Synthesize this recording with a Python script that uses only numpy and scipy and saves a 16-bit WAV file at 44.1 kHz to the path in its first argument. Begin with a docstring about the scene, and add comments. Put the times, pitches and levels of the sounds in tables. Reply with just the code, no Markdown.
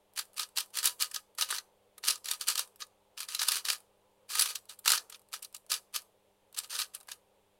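"""A desk in a small quiet room: a plastic speedcube is turned in quick bursts.
In each turn the pieces scrape and chatter past each other, then clack as they catch and the layer lands.
Every contact rings the hollow body and the thin piece walls. Faint mains hum and room noise lie below;
a noise suppressor cuts the treble tails short."""
import sys
import numpy as np
from scipy import signal
from scipy.fft import rfft, irfft
from scipy.io import wavfile
from scipy.ndimage import uniform_filter1d

SR = 44100
rng = np.random.default_rng(int(sys.argv[2]) if len(sys.argv) > 2 else 0)


def transcribe(signal):
    """Save signal, clipped to [-1, 1], as a 16-bit WAV file at the path in sys.argv[1]."""
    frames = np.atleast_2d(signal).T
    limited = np.clip(frames, -1, 1)
    pcm = np.round(limited * 32767).astype(np.int16)
    wavfile.write(sys.argv[1], SR, pcm)


N = 334719
TIME_S = np.arange(N) / SR
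# finger pushes on a layer: start_s, push_s, end_rub_db
TURNS = [(0.174, 0.017, -35), (0.374, 0.044, -36.5), (0.573, 0.012, -30), (0.744, 0.053, -38.5),
         (0.84, 0.033, -30.5), (1.005, 0.025, -32.5), (1.142, 0.021, -42), (1.39, 0.04, -35),
         (1.49, 0.072, -37.5), (2.041, 0.03, -37.5), (2.073, 0.03, -29), (2.262, 0.074, -39.5),
         (2.412, 0.0029, -36.5), (2.477, 0.025, -29.5), (2.576, .022, -33), (2.804, 0.01, -44),
         (3.181, 0.05, -42), (3.292, .066, -41.5), (3.395, 0.044, -35), (3.472, 0.096, -32),
         (3.657, 0.073, -36), (4.299, 0.059, -37), (4.373, 0.054, -29), (4.454, 0.052, -37.5),
         (4.554, 0.0073, -44.5), (4.697, 0.028, -47), (4.857, 0.093, -29.5), (5.104, 0.052, -54),
         (5.331, 0.017, -40), (5.429, .02, -51.5), (5.547, 0.0098, -54.5), (5.71, 0.032, -32.5),
         (5.945, 0.016, -36), (6.573, 0.01, -36.5), (6.637, 0.0038, -45), (6.703, 0.06, -38.5),
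         (6.785, 0.033, -36), (6.943, 0.0098, -45.5), (7.089, 0.045, -50)]


def clacks(modes, hollow_db=-2.0, shell_db=-13.5, edge_db=-2.0):
    """Pieces hit each other in a tight cluster as a layer catches or lands."""
    # start_s, level_db, hollow_rel_db, edge_rel_db
    landings = [(0.177, -32, -7, -23), (0.1921, -20, -15.5, -11), (0.395, -16, -21, -15),
                (0.4311, -20, -25, -19), (0.5726, -14.5, -21.5, -19), (0.5841, -16, -19.5, -13),
                (0.6051, -18.5, -26.5, -12.5), (0.7711, -18, -20, -10.5), (0.7869, -14, -21.5, -13.5),
                (0.8295, -21, -18, -11), (0.8425, -17, -21, -9.5), (0.8557, -10, -26.5, -7),
                (0.8728, -13, -28.5, -9), (1.0085, -16.5, -26, -14.5), (1.0217, -11.5, -27, -10.5),
                (1.1135, -31.5, -17.5, -7.5), (1.1444, -20, -28, -12), (1.1611, -17, -22.5, -17),
                (1.3848, -21, -17, -12), (1.4104, -11, -23.5, -16.5), (1.4223, -9.5, -24, -17.5),
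                (1.5036, -19.5, -15.5, -14), (1.509, -20, -16, -6), (1.5251, -22.5, -7.5, -26),
                (1.5476, -26.5, -15.5, -12), (1.5834, -19, -19.5, -19), (1.9804, -33.5, -18, -8.5),
                (2.0374, -24.5, -14.5, -21), (2.0829, -8.5, -31, -12.5), (2.105, -12.5, -31, -11.5),
                (2.1564, -28.5, -22, -10), (2.2444, -30, -24, -11), (2.2571, -24.5, -25.5, -10),
                (2.2858, -18.5, -19.5, -16.5), (2.3118, -13.5, -24, -10.5), (2.4105, -23, -27, -13),
                (2.4845, -14, -20.5, -6.5), (2.4904, -24, -22, -16), (2.5234, -30, -25, -11),
                (2.5552, -17, -21.5, -13), (2.5783, -15.5, -30, -15), (2.5922, -16.5, -21, -8.5),
                (2.82, -21, -19, -37), (3.1767, -26, -22, -18), (3.2043, -21.5, -22, -11.5),
                (3.2864, -23.5, -20, -14), (3.3481, -16, -29, -13), (3.3928, -13, -23.5, -24),
                (3.4166, -14, -16.5, -16.5), (3.4304, -18.5, -15, -8), (3.485, -8.5, -24, -11),
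                (3.5188, -12.5, -22.5, -10.5), (3.5663, -25, -12, -8.5), (3.6516, -17.5, -22, -14.5),
                (3.6857, -13.5, -20, -17), (3.7004, -9, -23, -16), (3.7304, -22.5, -17.5, -9),
                (4.353, -18, -13, -9.5), (4.3943, -10, -24, -8.5), (4.4104, -17.5, -15, -3),
                (4.4211, -13, -29.5, -5.5), (4.4578, -17.5, -18, -13.5), (4.555, -17.5, -31.5, -12.5),
                (4.6943, -29.5, -26, -11.5), (4.791, -34.5, -23, -5), (4.8596, -16.5, -12.5, -15),
                (4.8775, -5, -21, -15), (4.8923, -15, -19.5, -7.5), (4.9024, -8.5, -17.5, -11),
                (4.9188, -8.5, -24, -9), (4.9339, -16, -11, -15.5), (4.9765, -15.5, -22.5, -20.5),
                (5.099, -33, -20.5, -7), (5.1243, -28.5, -22, -17), (5.1452, -29, -40, -29),
                (5.3379, -21, -17.5, -15.5), (5.426, -32, -35, -3.5), (5.447, -28.5, -33, -11),
                (5.5464, -30, -22, -5.5), (5.5644, -32.5, -40, -8), (5.7009, -24, -28, -13),
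                (5.7172, -12.5, -24.5, -11.5), (5.7386, -15.5, -30, -21), (5.9454, -24.5, -21, -18),
                (5.9604, -15.5, -26.5, -13), (6.5455, -31, -26, -13.5), (6.5734, -26.5, -21, -10),
                (6.5876, -19.5, -28, -6.5), (6.7316, -26, -15, -23), (6.7513, -18.5, -21.5, -22),
                (6.7895, -15.5, -22.5, -13.5), (6.7999, -18.5, -21, -12), (6.8183, -16, -23.5, -26),
                (6.9486, -34, -28, 1.5), (7.0862, -33, -8, -10), (7.1171, -22.5, -21, -14.5)]
    # pieces never land quite together: typical_lag_s, gain_db
    contacts = [(-.0018, -13), (.0004, -3), (.002, -6.5)]
    out = np.zeros(N)
    for start_s, level_db, hollow_rel_db, edge_rel_db in landings:
        register_db = level_db + np.array([hollow_db + hollow_rel_db, shell_db, edge_db + edge_rel_db])
        colour = piece_colour()
        for lag_s, gain_db in contacts:
            ring = strike(modes, register_db + gain_db, colour)
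            add(out, ring, start_s + lag_s * (.5 + rng.random()))
    return out


def chatter(modes, ticks_per_s=1100, spread_db=6.5, hollow_db=-9.5, edge_db=-0.5, stick_db=-62, pieces=9):
    """A sliding layer sets loose pieces ticking against their neighbours, each with its own ring."""
    rub_db = rubbing_db()
    sticking_db = 2 * np.minimum(rub_db - stick_db, 0)   # friction holds under the lightest push
    effort = from_db(rub_db + sticking_db)
    hits = rng.random(N) < ticks_per_s / SR
    ticks = hits * from_db(spread_db * rng.standard_normal(N)) * rng.choice([-1, 1], N)
    # fingers supply steady power, however it splits among the ticks
    tick_power = np.abs(uniform_filter1d(ticks ** 2, size=500))
    ticks = effort * ticks / np.sqrt(tick_power + 1e-6)
    piece = rng.integers(0, pieces, N)
    out = np.zeros(N)
    for k in range(pieces):
        ring = strike(modes, [hollow_db, 0, edge_db], piece_colour())
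        out += signal.oaconvolve(ticks * (piece == k), ring / np.linalg.norm(ring))[:N]
    return out


def rubbing_db(hold_db=-69.0, grip_db_per_s=1298.5, swell_db_per_s=49.5, run_out_db_per_s=485):
    """Rubbing between layers: each turn grips quickly, gathers force while pushed, then runs out."""
    out = np.full(N, hold_db)
    for start_s, push_s, end_rub_db in TURNS:
        left_s = start_s + push_s - TIME_S
        to_rise_db = grip_db_per_s * np.maximum(start_s - TIME_S, 0) + swell_db_per_s * left_s
        below_end_db = np.where(left_s > 0, to_rise_db, -run_out_db_per_s * left_s)
        out = np.maximum(out, end_rub_db - below_end_db)
    return out


def nudges(modes, shell_db=-59, spread_db=3.5, before_s=.05, after_s=0.082, per_turn=3):
    """Fingers shifting their grip around each turn nudge single pieces into light ticks."""
    register_rel_db = np.array([-10.0, 0, 2.0])   # hollow, shell, edge
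    out = np.zeros(N)
    for start_s, push_s, _ in TURNS:
        for tick_s in rng.uniform(start_s - before_s, start_s + push_s + after_s, per_turn):
            level_db = shell_db + spread_db * rng.standard_normal()
            add(out, strike(modes, level_db + register_rel_db, piece_colour()), tick_s)
    return out


def cube_modes(wall_t60_s=0.027, wall_count=340, snap_db=9.0, snap_s=0.00067, splits_hz=(2250, 7000)):
    """Decaying body and wall modes as (hz, rings) in three rising registers: hollow, shell, edge."""
    # resonances of the whole hollow cube: pitch_hz, level_db, t60_s
    body = [(961, -1.5, 0.054), (1237, 4, 0.049), (1244, 7.5, 0.076), (1528, -3.5, 0.064),
            (1656, -2, 0.051), (1910, 0.5, 0.008), (2980, -3, 0.022), (4060, 3, 0.061), (4960, 4.5, 0.029),
            (5500, 2.5, 0.013), (6220, 7, 0.023), (9680, -1.5, 0.018)]
    # strength of the short modes of the thin walls: pitch_hz, level_db
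    wall_spectrum = [(450, -10.5), (780, -11), (1200, 3.5), (1800, 4), (2250, -3.5), (3000, 0.5), (4500, 6),
                     (7000, -1.5), (9500, 1), (12000, -3), (16000, -12.5)]
    t = np.arange(SR // 20) / SR
    wall_hz = np.linspace(400, 16000, wall_count) + rng.uniform(-20, 20, wall_count)
    wall_decays_s = wall_t60_s * rng.uniform(.7, 1.3, wall_count)
    walls = np.column_stack([wall_hz, at_hz(wall_spectrum, wall_hz), wall_decays_s])
    hz, level_db, t60_s = np.vstack([body, walls]).T
    envelopes = from_db(level_db[:, None] - 60 * t / t60_s[:, None])
    rings = envelopes * np.cos(2 * np.pi * np.outer(hz, t))
    register = np.digitize(hz, splits_hz)
    rings[register == 2] *= from_db(snap_db * np.exp(-t / snap_s))   # hard edges snap at first touch
    return [(hz[register == k], rings[register == k]) for k in np.unique(register)]


def strike(modes, register_db, colour):
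    """One contact shares its energy randomly among the modes; register_db holds for the first 4 ms."""
    out = 0
    for (hz, rings), level_db in zip(modes, register_db):
        weights = rng.standard_normal(len(hz)) * from_db(at_hz(colour, hz))
        ring = weights @ rings
        out = out + from_db(level_db) * ring / np.std(ring[:SR // 250])
    return out


def piece_colour(spread_db=2.6):
    """Each piece favours its own pitch regions: pitch_hz, gain_db."""
    hz = np.geomspace(400, 17000, num=26)
    return np.column_stack([hz, rng.normal(0, spread_db, len(hz))])


def radiate(x, low_hz=380):
    """A fist-sized body radiates hardly any bass."""
    return signal.sosfilt(butter_sos(3, low_hz, "high"), x)


def room(x, wet_db=-15.0, first_reflection_s=0.0027):
    """Diffuse tail, dying at its own rate in each octave."""
    # band_hz, t60_s
    decay_times = [(300, 1), (1200, 0.23), (4000, 0.19), (9000, 0.34), (16000, 0.14)]
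    t = np.arange(SR // 2) / SR
    edges_hz = np.geomspace(250, 17000, num=7)
    tail = 0
    for low, high in zip(edges_hz, edges_hz[1:]):
        band = signal.sosfilt(butter_sos(2, [low, high], "band"), rng.standard_normal(len(t)))
        t60_s = at_hz(decay_times, np.sqrt(low * high))
        tail = tail + band * from_db(-60 * t / t60_s)
    tail *= np.clip(t / first_reflection_s - 1, 0, 1)
    response = from_db(wet_db) * tail / np.linalg.norm(tail)
    return signal.oaconvolve(x, response)[:N]


def room_noise(level_db=-67.0, warble_db=2.2, steps_per_s=16):
    """Steady room and microphone noise, its low bands mottled by noise-suppressor warble."""
    # band_hz, relative_density_db
    spectrum = [(30, -4), (90, -7.5), (160, -10), (280, -18), (400, -4), (520, 3.5), (680, -5), (850, -1),
                (1200, -7), (1800, -8.5), (3400, -4), (5000, -11.5), (9000, -18.5), (16000, -24)]
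    gains = from_db(at_hz(spectrum, np.fft.rfftfreq(N, 1 / SR)))
    air = irfft(rfft(rng.standard_normal(N)) * gains, N)
    air /= np.sqrt(np.mean(air ** 2))
    edges_hz = np.geomspace(350, 1400, num=6)
    for low, high in zip(edges_hz, edges_hz[1:]):
        band = signal.sosfiltfilt(butter_sos(2, [low, high], "band"), air)
        steps_db = rng.normal(0, warble_db, size=1000)
        gain_db = np.interp(TIME_S * steps_per_s, np.arange(len(steps_db)), steps_db)
        air += band * (from_db(gain_db) - 1)
    return from_db(level_db) * air


def mains_hum():
    """Steady harmonics of a mains appliance."""
    # pitch_hz, rms_db
    harmonics = [(100, -86.5), (200, -83.5), (300, -87), (400, -81.5), (600, -84)]
    return sum(np.sqrt(2) * from_db(rms_db) * np.sin(2 * np.pi * (hz * TIME_S + rng.random()))
               for hz, rms_db in harmonics)


def noise_suppressor(x, knee_db=10.0, window_s=0.018):
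    """Turns each treble band down while its level is under a threshold."""
    # low_edge_hz, threshold_db, max_cut_db
    bands = [(1036, -59, 8.5), (3083, -50.5, 11.5), (7500, -45.5, 2.5)]
    out, rest = 0, x
    for low_edge_hz, threshold_db, max_cut_db in reversed(bands):
        band = signal.sosfiltfilt(butter_sos(4, low_edge_hz, "high"), rest)
        rest = rest - band
        power = np.abs(uniform_filter1d(band ** 2, int(window_s * SR)))
        level_db = 10 * np.log10(power + 1e-14)
        closed = np.clip((threshold_db - level_db) / knee_db, 0, 1)
        out = out + band * from_db(-max_cut_db * closed)
    return out + rest


def from_db(db):
    """Decibels to gain."""
    return 10 ** (np.asarray(db) / 20)


def at_hz(points, hz):
    """Interpolate a table on a log-frequency axis."""
    known_hz, values = np.transpose(points)
    return np.interp(np.log(np.maximum(hz, 1)), np.log(known_hz), values)


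def butter_sos(order, hz, kind):
    """Butterworth filter sections."""
    return signal.butter(order, hz, kind, fs=SR, output="sos")


def add(track, sound, start_s):
    """Mix a sound into the track."""
    start = max(round(start_s * SR), 0)
    track[start:start + len(sound)] += sound[:N - start]


def scene():
    """The cube close up, over room noise and hum; mono."""
    modes = cube_modes()
    cube = radiate(clacks(modes) + chatter(modes) + nudges(modes))
    return (cube + room(cube) + room_noise() + mains_hum())[None]


def record(dry):
    """Noise suppression, then a steep low-pass."""
    cutoff_hz = 16050
    low_pass = signal.ellip(12, rp=.1, rs=75, Wn=cutoff_hz, fs=SR, output="sos")
    return signal.sosfilt(low_pass, noise_suppressor(dry))


dry = scene()
out = record(dry)
transcribe(out)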